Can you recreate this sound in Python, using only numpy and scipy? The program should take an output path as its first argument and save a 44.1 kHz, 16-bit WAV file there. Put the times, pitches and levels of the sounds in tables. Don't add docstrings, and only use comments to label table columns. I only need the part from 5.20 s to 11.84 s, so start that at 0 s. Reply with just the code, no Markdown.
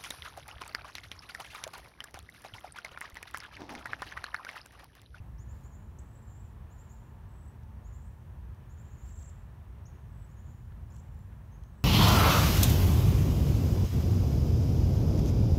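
import sys
import numpy as np
from scipy import signal
from scipy.fft import rfft, irfft
from scipy.io import wavfile
from scipy.ndimage import uniform_filter1d

SR = 44100
rng = np.random.default_rng(int(sys.argv[2]) if len(sys.argv) > 2 else 0)


def wav_record(signal):
    frames = np.transpose(np.atleast_2d(signal))
    bounded = np.clip(frames, -1, 1)
    quanta = np.round(bounded * 32767).astype(np.int16)
    wavfile.write(sys.argv[1], SR, quanta)


N = 292824
TIME = np.arange(N) / SR


def from_db(db):
    return 10 ** (np.asarray(db) / 20)


def unit(x):
    return x / np.sqrt(np.mean(x ** 2) + 1e-20)


def level(curve):
    return from_db(np.interp(TIME, *np.transpose(curve)))


def add(mix, s, sound):
    part = mix[max(round(s * SR), 0):][:len(sound)]
    part += sound[:len(part)]


def coloured(spectrum):
    hz, db = np.transpose(spectrum)
    bins = np.fft.rfftfreq(N, 1 / SR)
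    eq = from_db(np.interp(np.log(bins + 1), np.log(hz), db))
    return unit(irfft(rfft(rng.standard_normal(N)) * eq, N))


def drift(hz):
    bins = np.fft.rfftfreq(N, 1 / SR)
    return unit(irfft(rfft(rng.standard_normal(N)) * np.exp(-(bins / hz) ** 2), N))


def hiss(db=-77):
    # f/Hz, relative level/dB
    spectrum = [(2000, -1), (4000, -2), (4900, -5), (5700, 2), (7500, -4.5), (9600, 0.5), (10400, -7.5),
                (11200, 0), (15500, -1.5)]
    return from_db(db) * coloured(spectrum)


def traffic(swell_db=0.63):
    # f/Hz, relative level/dB
    rumble_eq = [(12, -40.5), (24, -28.5), (40, -13.5), (47, 2.5), (65, 2), (112, -2), (135, -7),
                 (185, -15), (235, -23), (270, -33.5), (500, -59.5)]
    roar_eq = [(100, -2), (260, 4), (370, 0.5), (520, -2), (780, -2.5), (980, -0.5), (1400, -9),
               (2000, -28.5), (4000, -43.5)]
    wash_eq = [(600, -12.5), (1300, -5), (1750, 0), (2100, -6.5), (3000, -10.5), (4200, -18.5), (5000, -28),
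               (9000, -44.5)]
    # t/s, level/dB
    rumble_ride = [(0, -44.5), (.3, -45.5), (.9, -47.5), (1.3, -45), (1.7, -48), (2.4, -46), (3.4, -45),
                   (4.4, -46.5), (5, -45), (6.3, -44.5), (6.64, -48)]
    roar_ride = [(0, -62), (2, -62), (4, -62.5), (6.64, -63)]
    wash_ride = [(0, -71), (.9, -72), (1.5, -71), (2.8, -71.5), (3.8, -69.5), (4.3, -70.5), (5.8, -71.5),
                 (6.64, -72.5)]
    town = level(roar_ride) * coloured(roar_eq) + level(wash_ride) * coloured(wash_eq)
    return level(rumble_ride) * coloured(rumble_eq) + from_db(swell_db * drift(9.4)) * town


def hum(hz, width_hz, wander=0.31):
    phase = 2 * np.pi * hz * TIME
    return unit((1 + wander * drift(width_hz)) * np.cos(phase) + wander * drift(width_hz) * np.sin(phase))


def machinery(whine_hz=887):
    # f/Hz, width/Hz, level/dB
    hums = [(75, 4, -57.5), (218.1, 6, -66.5), (352.8, 9, -82), (380.6, 10, -82), (1700, 70, -88.5)]
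    # t/s, level/dB
    whine_ride = [(0, -81), (1.8, -73.5), (3.2, -76.5), (4.2, -103), (6.64, -91)]
    drone = sum(from_db(db) * hum(hz, width) for hz, width, db in hums)
    return drone + level(whine_ride) * hum(whine_hz, width_hz=18, wander=2.2)


def tick(db, hz, decay_s, octaves=0.84):
    t, bins = np.arange(2048) / SR, np.fft.rfftfreq(2048, 1 / SR)
    burst = rng.standard_normal(len(t)) * np.exp(-t / decay_s) * (t > .0005)
    band = np.exp(-.5 * (np.log2((bins + 1) / hz) / octaves) ** 2)
    snap = irfft(rfft(burst) * band)
    return from_db(db) * snap / abs(snap).max()


def handling():
    # t/s, peak level/dB, centre f/Hz
    clicks = [(.4384, -59, 10000), (2.434, -61, 4800), (3.347, -63, 5500), (4.0293, -55, 5000),
              (4.0986, -57, 4600), (5.765, -54, 5000), (5.9454, -59, 10000), (5.9908, -58, 10000),
              (6.436, -56, 4000)]
    # t/s, peak level/dB, decay/s
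    taps = [(0.914, -60, .0035), (5.521, -53, 0.0043), (6.1202, -56, 0.017)]
    # t/s, length/s, gain on the rub/dB
    rustles = [(.28, .23, -77.5), (1.578, .24, -78), (3.793, .15, -74), (3.95, .12, -75), (5.68, .15, -80),
               (5.92, .1, -83)]
    out = np.zeros(N)
    for s, db, hz in clicks:
        add(out, s, tick(db, hz, decay_s=0.0013))
    for s, db, decay_s in taps:
        add(out, s, tick(db, hz=1230, decay_s=decay_s))
    rub = coloured([(1500, 9), (4000, 10.5), (8000, 5), (15000, 9.5)])
    rub *= from_db(5.3 * np.tanh(drift(120)))
    for s, length, db in rustles:
        out += from_db(db) * rub * np.sin(np.pi * np.clip((TIME - s) / length, 0, 1))
    return out


def foliage(x, near_db, far_db, near_t60, far_t60):
    t = np.arange(SR) / SR
    reflections = rng.choice([-1., 1.], (2, SR)) * (rng.random((2, SR)) < 4000 / SR) * (t > .001)
    near, far = reflections * np.exp(-np.log(1000) * t / np.array([[near_t60], [far_t60]]))
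    echoes = from_db(near_db) * near / np.linalg.norm(near) + from_db(far_db) * far / np.linalg.norm(far)
    return signal.fftconvolve(x, echoes)[:N]


def syrinx(hz, db, octave_db, throat_hz, throat_width_hz, waver=.005, rasp=.2):
    quaver, flutter = (unit(uniform_filter1d(row, size=60))[:len(hz)]
                       for row in rng.standard_normal((2, SR // 2)))
    phase = 2 * np.pi * np.cumsum(hz * (1 + waver * quaver)) / SR
    throat = 1 / np.hypot(1, 2 * (hz - throat_hz) / throat_width_hz)
    octave = from_db(octave_db) * np.exp(-((hz - 7300) / 240) ** 2)
    tone = throat * np.sin(phase) + octave * np.sin(2 * phase)
    gate = signal.windows.tukey(len(hz), min(.004 * SR / len(hz), 1))
    return from_db(db) * unit(tone * (1 + rasp * flutter) * gate)


def arch(length, start_hz, crest_hz, end_hz, steepness=2.2):
    up, down = abs(crest_hz - start_hz) ** (1 / steepness), abs(crest_hz - end_hz) ** (1 / steepness)
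    return crest_hz - abs(np.linspace(-up, down, round(length * SR))) ** steepness


def arched_note(length, start_hz, crest_hz, end_hz, db):
    path = arch(length, start_hz, crest_hz, end_hz)
    return syrinx(path, db, octave_db=-27, throat_hz=7230, throat_width_hz=1900)


def rising_note(length, start_hz, top_hz, settle_s, db, swell_db=-0.5):
    climb = 1 - np.exp(-np.arange(round(length * SR)) / SR / settle_s)
    climb = climb / climb[-1]
    path = start_hz + (top_hz - start_hz) * climb
    note = syrinx(path, db, octave_db=-13, throat_hz=7400, throat_width_hz=12000, waver=0.0073)
    return note * from_db(swell_db * (climb - climb.mean()))


def trills(notes_per_s=42.6, note_s=.015, rise_hz=900, fall_hz=450):
    # t/s, note count, crest f/Hz, first and last relative level/dB
    runs = [(.858, 6, 8000, -81, -72), (2.088, 9, 8060, -79.5, -70.5), (4.9, 7, 8000, -85, -71.5),
            (6.53, 5, 8100, -84, -76)]
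    out = np.zeros(N)
    for s, count, crest_hz, first_db, last_db in runs:
        path = arch(note_s, crest_hz - rise_hz, crest_hz, crest_hz - fall_hz)
        for k, db in enumerate(np.linspace(first_db, last_db, round(count))):
            note = syrinx(path, db, octave_db=-30, throat_hz=7600, throat_width_hz=2000, waver=0.01)
            add(out, s + k / notes_per_s, note)
    return out


def peeps(note_s=.016, rise_hz=550, fall_hz=750, direct_db=-3):
    # t/s, crest f/Hz, relative level/dB
    calls = [(.952, 7700, -71), (1.018, 7650, -72), (1.069, 7460, -68), (1.097, 7250, -68),
             (1.121, 7400, -73), (1.148, 7400, -70), (1.167, 7850, -73), (1.196, 7800, -68.5),
             (1.244, 7300, -73.5), (2.818, 8140, -76), (2.85, 8400, -73)]
    out = np.zeros(N)
    for s, crest_hz, db in calls:
        add(out, s, arched_note(note_s, crest_hz - rise_hz, crest_hz, crest_hz - fall_hz, db))
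    return from_db(direct_db) * out + foliage(out, near_db=-7, far_db=-9, near_t60=.12, far_t60=.45)


def stutter(start_s=5.701, period_s=.038, count=3):
    # delay/s, length/s, start, crest and end f/Hz, relative level/dB
    figure = [(0, .014, 7450, 7780, 6000, -72.5), (0, .014, 5750, 5850, 5250, -79.5),
              (.017, .014, 5500, 7630, 7350, -69.5)]
    out = np.zeros(N)
    for k in range(count):
        sag_hz, soft_db = (480, -1.5) if k == 0 else (0, 0)
        for delay, length, *pitches, db in figure:
            note = arched_note(length, *(np.array(pitches) - sag_hz), db + soft_db)
            add(out, start_s + k * period_s + delay, note)
    return out


def twitter(start_s=3.8405, period_s=.0335, count=8, closing_end_hz=6500):
    # delay/s, length/s, start, crest and end f/Hz, relative level/dB
    pair = [(0, .0225, 6920, 7530, 5000, 0), (0.021, .012, 7250, 8000, 7460, -6)]
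    first_db, held_db, swell_s = -70.5, -63.5, 0.078
    out = np.zeros(N)
    for k in range(count):
        at, closing = k * period_s, k == count - 1
        swell_db = held_db + (first_db - held_db) * np.exp(-at / swell_s)
        for delay, length, start_hz, crest_hz, end_hz, db in pair[:1] if closing else pair:
            path = arch(length, start_hz, crest_hz, closing_end_hz if closing else end_hz, steepness=3.2)
            note = syrinx(path, swell_db + db + rng.normal(0, 1.4), octave_db=-27,
                          throat_hz=7200, throat_width_hz=1300, waver=.006, rasp=0.22)
            add(out, start_s + at + delay, note)
    return out


def whistles(chirp_s=0.0373, chirp_rise_hz=850):
    # t/s, length/s, start and top f/Hz, settling time/s, level/dB, scattered share (capped at 1)
    sweeps = [(0.181, 0.056, 5000, 7070, 0.013, -68.5, 0.13), (.786, .011, 5330, 8240, 0.0084, -59, 0.1),
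              (4.654, 0.021, 5270, 6850, .0085, -65, 0.22), (5.91, .12, 7200, 7260, 0.032, -86, 1.1),
              (6.314, .031, 5980, 6580, 0.016, -76.5, .65)]
    # t/s, top f/Hz, level/dB
    chirps = [(.284, 7400, -69), (0.433, 7370, -69.5), (.521, 7360, -70), (1.5, 7400, -72),
              (1.579, 7550, -68), (1.692, 7400, -68), (2.642, 7300, -71.5), (2.725, 7500, -69),
              (3.491, 7320, -73.5), (3.574, 7450, -70), (3.643, 7500, -75), (3.701, 7300, -74),
              (3.769, 7350, -73), (3.807, 7400, -72), (5.086, 7240, -78), (5.165, 7220, -75),
              (5.233, 7400, -78), (5.273, 7280, -74), (6.432, 6700, -81)]
    notes = [(s, rising_note(*shape), share) for s, *shape, share in sweeps]
    for s, top_hz, db in chirps:
        note = rising_note(chirp_s, top_hz - chirp_rise_hz, top_hz, settle_s=.02, db=db)
        notes.append((s, note, 0.54 + .04 * s))
    direct, scattered = np.zeros((2, N))
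    for s, note, share in notes:
        share = np.clip(share, 0, 1)
        add(direct, s, np.sqrt(1 - share) * note)
        add(scattered, s, np.sqrt(share) * note)
    return direct + foliage(scattered, near_db=1, far_db=1, near_t60=0.07, far_t60=0.74)


def scene():
    near_bird, far_bird = twitter() + stutter(), trills() + peeps()
    near_bird += foliage(near_bird, near_db=-9, far_db=-6.5, near_t60=0.099, far_t60=0.56)
    far_bird += foliage(far_bird, near_db=-7.5, far_db=-3, near_t60=.08, far_t60=0.28)
    birds = whistles() + from_db(0.8) * near_bird + from_db(-1.5) * far_bird
    return (birds + traffic() + machinery() + handling() + hiss())[None]


def record(dry, cutoff_hz=15770):
    fade = signal.windows.tukey(N, .006 * SR / N)
    lowpass = signal.firwin(1023, cutoff_hz, window=("kaiser", 9), fs=SR)
    return signal.oaconvolve(dry * fade, lowpass[None], "same")


dry = scene()
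out = record(dry)
wav_record(out)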